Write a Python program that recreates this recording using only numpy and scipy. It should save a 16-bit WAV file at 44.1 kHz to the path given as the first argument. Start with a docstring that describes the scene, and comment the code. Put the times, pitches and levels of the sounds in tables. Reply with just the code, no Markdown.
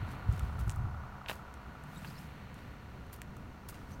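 """Wind buffets the microphone for the first second, over a six-cylinder diesel idling some way off
in a frosty boatyard: each firing rattles the block, and one cylinder knocks. Someone shifts their
feet in frozen grass: stems tick, blades scuff, and something brittle crunches underfoot. Midway a
soft low drone swells and a jacket sleeve swishes and squeaks. Under it all lies a bed of far
rumble, faint hiss and frost crackle."""
import sys
import numpy as np
from scipy import signal
from scipy.fft import rfft, irfft, next_fast_len
from scipy.io import wavfile
from scipy.ndimage import uniform_filter1d, map_coordinates

SR = 44100
rng = np.random.default_rng(int(sys.argv[2]) if len(sys.argv) > 2 else 0)


def bounce(signal):
    """Save signal as a 16-bit WAV file at the path given by the first command-line argument."""
    frames = np.transpose(np.atleast_2d(signal))
    limited = np.clip(frames, -1, 1)
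    pcm = np.round(limited * 32767).astype(np.int16)
    wavfile.write(sys.argv[1], SR, pcm)


N = 176400

# the breeze on the microphone (time [s], level [dB])
WIND_LEVEL = [(0, -40), (.24, -47.5), (.35, -39), (.9, -40), (1.05, -42), (1.18, -53.5), (2, -66)]
# single buffets on top of it (peak time [s], level [dB], half length [s])
WIND_BUFFETS = [(0.031, -30.5, 0.0089), (0.293, -23, .014), (0.327, -30, 0.017), (0.437, -29, 0.012),
                (0.619, -32.5, .025), (0.68, -28, 0.0166), (0.795, -31.5, 0.035), (0.852, -32.5, 0.022)]
# colour of the turbulence (frequency [Hz], density [dB])
WIND_COLOUR = [(15, -33), (30, 3), (42, -2.5), (65, 3), (100, -0.5), (150, -9.5), (220, -29), (350, -31.5),
               (800, -74)]

# faders for the engine (time [s], clatter level [dB], treble level [dB])
ENGINE_LEVELS = [(0, -51, -56.5), (.4, -52, -61), (.9, -52, -66), (1.4, -54, -65), (1.9, -55.5, -62.5),
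                 (2.4, -58.5, -60.5), (3.2, -60, -65), (4, -58.5, -66.5)]
# body of the clatter (frequency [Hz], density [dB])
CLATTER_COLOUR = [(150, -17), (300, -4.5), (500, -5.5), (750, 2), (1100, 2.5), (1450, 1), (1650, -8.5),
                  (2300, -20.5), (3400, -30.5), (8000, -40.5)]
# bright edge of the clatter (frequency [Hz], density [dB])
TREBLE_COLOUR = [(800, -21), (1800, 5.5), (2300, 0), (2750, 0.5), (3300, -6.5), (4400, -7.5), (5200, -29),
                 (9000, -25)]
# exhaust and gear tones (multiple of the firing rate, level against the clatter [dB])
HUM_TONES = [(1, -4), (2, -13.5), (3, -8), (11, -15.5), (22, -11)]
# casing modes that the knock rings (frequency [Hz], relative level [dB])
KNOCK_MODES = [(1295, 0), (1373, -4)]
# fader for the knock (time [s], gain against the clatter [dB])
KNOCK_GAIN = [(0, 6), (1.6, 3.5), (2.2, -2), (2.8, 1.5), (4, 2.5)]
CYLINDERS, CYCLE_S, FIRST_KNOCK_S = 6, .0897, .0445
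CLATTER_T60_S, CLATTER_REPEAT_SHARE, HUM_WAVER_DB = 0.23, 0.77, 2
KNOCK_RISE_S, KNOCK_FALL_S, KNOCK_SCATTER_DB, KNOCK_DETUNE = 0.0058, 0.0065, 1.5, .03

# fader for the far rumble (time [s], level [dB])
FAR_RUMBLE_LEVEL = [(0, -46.5), (1.2, -53), (1.65, -51), (2, -50.5), (2.5, -49), (2.8, -50.5), (3.1, -50),
                    (4, -48.5)]
# colour of the far rumble (frequency [Hz], density [dB])
FAR_RUMBLE_COLOUR = [(15, -6), (30, -16), (45, 0.5), (70, 2.5), (95, -1), (125, -1), (160, -3.5),
                     (230, -6.5), (350, -14.5), (600, -17.5), (2000, -50.5)]
# colour of the open-air hiss (frequency [Hz], density [dB])
AIR_COLOUR = [(100, 17), (1500, 22.5), (4000, 6), (6000, 10), (8000, 1), (16000, -0.5)]
AIR_DB = -65

# frozen stems ticking (time [s], peak level [dB], low cut [Hz], high cut [Hz])
STEM_TICKS = [(.1155, -41, 5000, 16000), (.3265, -38, 5000, 14000), (0.395, -28, 2490, 19800),
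              (0.681, -41, 6500, 13000), (.696, -25.5, 3680, 9700), (.704, -32, 6000, 11200),
              (.714, -35, 5000, 9500), (.721, -38, 5000, 9500), (0.7608, -38, 7000, 18000),
              (1.541, -39.5, 3480, 12000), (1.8383, -43.5, 6500, 12000), (2.5435, -41, 5000, 16000),
              (3.067, -51, 10000, 16000), (3.218, -25.5, 1650, 18000), (3.368, -39.5, 3000, 18000)]
# colour of a stem's tick (frequency [Hz], density [dB])
TICK_COLOUR = [(500, -11), (1700, 9), (3000, -1), (4500, -15), (6000, -9), (8000, -6.5), (10500, -9),
               (16000, -12)]
CRACKLE_PER_S, CRACKLE_DRIVE_DB, CRACKLE_SPREAD_DB = 25, -58, 14
# scuffs through the grass (peak time [s], level [dB], rise [s], fall [s], bright tilt [dB])
GRASS_SCUFFS = [(.12, -59, 0.042, 0.043, -2.5), (.34, -58.5, 0.043, 0.17, -3),
                (.602, -54.5, 0.012, 0.019, 2), (.702, -61.5, 0.031, 0.059, 2),
                (1.301, -45.5, 0.015, 0.034, 1), (2.56, -66, 0.011, 0.13, -3),
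                (3.133, -51, 0.0067, 0.019, 5.5), (3.689, -46, 0.003, 0.013, 7.5),
                (3.744, -62, 0.018, 0.09, -5.5), (3.91, -62, 0.019, 0.039, -0.5)]
# colour of rubbing grass and cloth (frequency [Hz], density [dB])
RUSTLE_COLOUR = [(300, -5), (1500, 13.5), (4000, 5), (6000, 3), (8500, 2), (10500, 4.5), (12500, 2),
                 (16000, 0.5)]
# brittle cracks underfoot (time [s], peak level [dB], low cut [Hz], high cut [Hz])
FOOT_CRACKS = [(1.2612, -31, 900, 6000), (1.2835, -36, 1700, 12000), (1.2863, -26.5, 1700, 10000),
               (1.2916, -28, 900, 12000), (1.2971, -19, 553, 16000), (1.3004, -28, 900, 11000),
               (1.3023, -33, 1300, 4000), (1.3133, -25.5, 810, 6040), (1.3145, -32.5, 350, 1090),
               (1.318, -34, 250, 4000), (2.0471, -32.5, 1320, 3140)]
# colour of a crack (frequency [Hz], density [dB])
CRACK_COLOUR = [(350, 9), (750, 10), (1250, -1), (1700, 1.5), (2100, -6.5), (2750, 1.5), (3400, -6.5),
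                (4200, -11), (5000, -18), (16000, -21)]

# swell and fade of the low drone (time [s], level [dB])
DRONE_SWELL = [(1.5, -85), (1.85, -52.5), (2.1, -49), (2.35, -60.5), (2.55, -86)]
# colour of the drone (frequency [Hz], density [dB])
DRONE_COLOUR = [(70, -38), (120, 0), (150, 11), (195, -2.5), (250, -7.5), (500, -43.5)]

# the sleeve's stroke (time [s], level [dB])
SLEEVE_LEVEL = [(1.8, -82), (1.95, -60.5), (2, -61.5), (2.05, -57.5), (2.09, -57.5), (2.16, -63),
                (2.19, -57.5), (2.26, -65), (2.6, -105)]
# squeaks of the cloth
# (peak time [s], level [dB], half length [s], pitch [Hz], glide [octaves/s], roughness [0-1])
CLOTH_SQUEAKS = [(1.89, -77, 0.018, 13500, 0, .15), (1.969, -57, .009, 3800, 2, 0.2),
                 (1.98, -64, 0.017, 7800, 6, .7), (2.078, -56.5, .009, 4580, -10, 1),
                 (2.104, -61, 0.0073, 5100, -18, .5), (2.16, -63, 0.017, 4550, -6.5, .7),
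                 (2.184, -58, 0.0079, 5230, -3, .3), (3.934, -65, .018, 6040, 1, .7)]
SQUEAK_FLUTTER_PER_S = 1100

# the microphone's dip in the treble (frequency [Hz], gain [dB])
MICROPHONE_EQ = [(9600, 0), (10500, -4.5), (11700, 0)]
BAND_LIMIT_HZ = 15900


def amp(db):
    return 10 ** (np.asarray(db) / 20)


def unit(x):
    return x / np.sqrt(np.mean(x ** 2) + 1e-20)


def clock():
    return np.arange(N) / SR


def faders(rows):
    """One value per sample for each column after the time."""
    times, *columns = np.transpose(rows)
    return [np.interp(clock(), times, column) for column in columns]


def wobble(rate):
    """A smooth random curve, rate knots a second."""
    return map_coordinates(rng.standard_normal(int(N * rate / SR) + 4), [clock() * rate])


def coloured(x, colour):
    """x through a minimum-phase EQ drawn by (frequency [Hz], gain [dB]) points."""
    size = 2 * next_fast_len(len(x))
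    hz, db = np.transpose(colour)
    gain = amp(np.interp(np.log(np.fft.rfftfreq(size, 1 / SR) + 1), np.log(hz + 1), db))
    cepstrum = irfft(np.log(gain))
    cepstrum[1:size // 2] *= 2  # folded forward, so nothing rings ahead of an attack
    cepstrum[size // 2 + 1:] = 0
    return irfft(rfft(x, size) * np.exp(rfft(cepstrum)))[:len(x)]


def thinned(colour, low_hz, high_hz=SR):
    """A colour with less weight below low_hz and above high_hz."""
    return [(hz, db - 20 * np.log10(1 + (low_hz / hz) ** 3 + (hz / high_hz) ** 6)) for hz, db in colour]


def noise(colour):
    """Coloured noise of rms 1."""
    return unit(coloured(rng.standard_normal(N), colour))


def swell(t, rise, fall):
    """A soft rise to t = 0, then an exponential fall."""
    return np.exp(-(np.minimum(t, 0) / rise) ** 2 - np.maximum(t, 0) / fall)


def add(track, s, sound):
    """Mix a sound in at s seconds."""
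    part = track[round(s * SR):][:len(sound)]
    part += sound[:len(part)]


def eddies(window_s=.02):
    """Low turbulence ridden to an even level, ready to be shaped into buffets."""
    turbulence = noise(WIND_COLOUR)
    size = round(window_s * SR)
    power = uniform_filter1d(uniform_filter1d(turbulence ** 2, size), size // 2)
    return unit(turbulence / np.sqrt(np.abs(power) + 1e-20))


def wind():
    """Eddies push on the microphone: a breeze with short buffets on top."""
    power = amp(faders(WIND_LEVEL)[0]) ** 2
    for s, db, half_s in WIND_BUFFETS:
        power += (amp(db) * np.exp(-((clock() - s) / half_s) ** 2)) ** 2
    low_cut = signal.butter(3, 34, "highpass", fs=SR, output="sos")
    return signal.sosfiltfilt(low_cut, np.sqrt(power) * eddies())


def rattle(firings, colour):
    """The block's rattle: noise pulsed by the firings, partly alike in every cycle."""
    looped = np.resize(rng.standard_normal(round(CYCLE_S * SR)), N)
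    fresh = rng.standard_normal(N)
    shake = np.sqrt(CLATTER_REPEAT_SHARE) * looped + np.sqrt(1 - CLATTER_REPEAT_SHARE) * fresh
    return unit(coloured(shake * firings, colour))


def hum(firing_count):
    """Exhaust and gears hum at multiples of the firing rate, wavering in level and phase."""
    out = np.zeros(N)
    for multiple, db in HUM_TONES:
        peak = np.sqrt(2) * amp(db + HUM_WAVER_DB * wobble(5.73))
        phase = 2 * np.pi * (multiple * firing_count + rng.random())
        out += peak * np.sin(phase + 0.93 * wobble(5.05))
    return out


def engine():
    """The idling diesel: every firing kicks off a clatter, with the hum and the knock mixed in."""
    t, firing_s = clock() - FIRST_KNOCK_S, CYCLE_S / CYLINDERS
    clatter_db, treble_db = faders(ENGINE_LEVELS)
    knock_db, = faders(KNOCK_GAIN)
    firings = amp(-60 * (t % firing_s) / CLATTER_T60_S)
    clatter = rattle(firings, CLATTER_COLOUR)
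    treble = rattle(firings, TREBLE_COLOUR)
    body = clatter + hum(t / firing_s) + amp(knock_db) * knocks()
    return amp(clatter_db) * body + amp(treble_db) * treble


def knocks():
    """One cylinder rings the casing once every cycle, never quite alike."""
    out, t = np.zeros(N), np.arange(SR // 16) / SR
    envelope = swell(t - KNOCK_RISE_S, KNOCK_RISE_S / 2, KNOCK_FALL_S)
    for s in np.arange(FIRST_KNOCK_S, N / SR, CYCLE_S):
        for hz, db in KNOCK_MODES:
            strength = amp(db + KNOCK_SCATTER_DB * rng.normal())
            pitch = hz * (1 + KNOCK_DETUNE * rng.normal())
            add(out, s, strength * envelope * np.sin(2 * np.pi * (pitch * t + rng.random())))
    return out


def rumble():
    """A far, low bed of noise whose level wavers slightly."""
    level_db, = faders(FAR_RUMBLE_LEVEL)
    return amp(level_db + wobble(8.13)) * noise(FAR_RUMBLE_COLOUR)


def air():
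    """The faint, steady hiss of the outdoors."""
    return amp(AIR_DB) * noise(AIR_COLOUR)


def frost():
    """Bent stems settle in tiny random ticks."""
    onsets = rng.random(N) < CRACKLE_PER_S / SR
    clicks = onsets * amp(CRACKLE_DRIVE_DB - CRACKLE_SPREAD_DB * rng.random(N))
    return coloured(clicks, thinned(TICK_COLOUR, low_hz=4000))


def snaps(cues, colour, t60_s, tail_gain):
    """One fracture per cue: a sudden click with a short rough tail."""
    out, t = np.zeros(N), np.arange(SR // 10) / SR
    for s, db, low_hz, high_hz in cues:
        push = tail_gain * rng.standard_normal(len(t)) * amp(-60 * t / t60_s)
        push[0] = 1  # the click
        snap = coloured(push, thinned(colour, low_hz, high_hz))
        add(out, s, amp(db) * snap / np.abs(snap).max())
    return out


def ticks():
    """Frozen stems snap, thin and bright."""
    return snaps(STEM_TICKS, TICK_COLOUR, t60_s=0.053, tail_gain=0.019)


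def rustle(grain_db, grains_per_s):
    """Rubbing noise of rms 1, grainy as it catches and slips."""
    friction = rng.standard_normal(N) * amp(grain_db * wobble(grains_per_s))
    return unit(coloured(friction, RUSTLE_COLOUR))


def scuffs():
    """Feet brush through the grass in short strokes, each tilted darker or brighter."""
    out = np.zeros(N)
    grains = rustle(grain_db=3.5, grains_per_s=810)
    body = signal.sosfiltfilt(signal.butter(1, 7000, fs=SR, output="sos"), grains)
    sizzle = grains - body
    for s, db, rise, fall, tilt_db in GRASS_SCUFFS:
        tilted = amp(-tilt_db) * body + amp(tilt_db) * sizzle
        out += amp(db) * swell(clock() - s, rise, fall) * tilted
    return out


def crunch():
    """Something brittle gives underfoot: a tight cluster of duller cracks, and one more later."""
    return snaps(FOOT_CRACKS, CRACK_COLOUR, t60_s=0.039, tail_gain=0.046)


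def drone():
    """A soft, low band of noise swells and fades."""
    level_db, = faders(DRONE_SWELL)
    return amp(level_db) * noise(DRONE_COLOUR)


def sleeve():
    """Cloth rustles, and its weave gives short squeaks, some clean and some rough."""
    level_db, = faders(SLEEVE_LEVEL)
    out = amp(level_db) * rustle(grain_db=2, grains_per_s=500)
    flutter = wobble(SQUEAK_FLUTTER_PER_S) + 1j * wobble(SQUEAK_FLUTTER_PER_S)
    for s, db, half_s, hz, glide, roughness in CLOTH_SQUEAKS:
        t = clock() - s
        pitch = hz * 2 ** (glide * np.clip(t, -2 * half_s, 2 * half_s))
        tone = np.exp(2j * np.pi * np.cumsum(pitch) / SR)
        grip = np.sqrt(2 * (1 - roughness)) + np.sqrt(roughness) * flutter  # smears tone into rasp
        out += amp(db) * np.exp(-(t / half_s) ** 2) * np.real(grip * tone)
    return out


def scene():
    """The mono mix: the boatyard behind, grass and cloth in front."""
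    boatyard = engine() + rumble() + drone() + wind() + air()
    foley = crunch() + ticks() + scuffs() + frost() + sleeve()
    return (boatyard + foley)[None]


def record(dry):
    """The microphone dips the treble, and everything above the band limit is cut."""
    size = next_fast_len(N + SR // 2)
    heard = coloured(dry[0], MICROPHONE_EQ)[None]
    passband = np.fft.rfftfreq(size, 1 / SR) < BAND_LIMIT_HZ
    return irfft(rfft(heard, size) * passband, size)[..., :N]


dry = scene()
out = record(dry)
bounce(out)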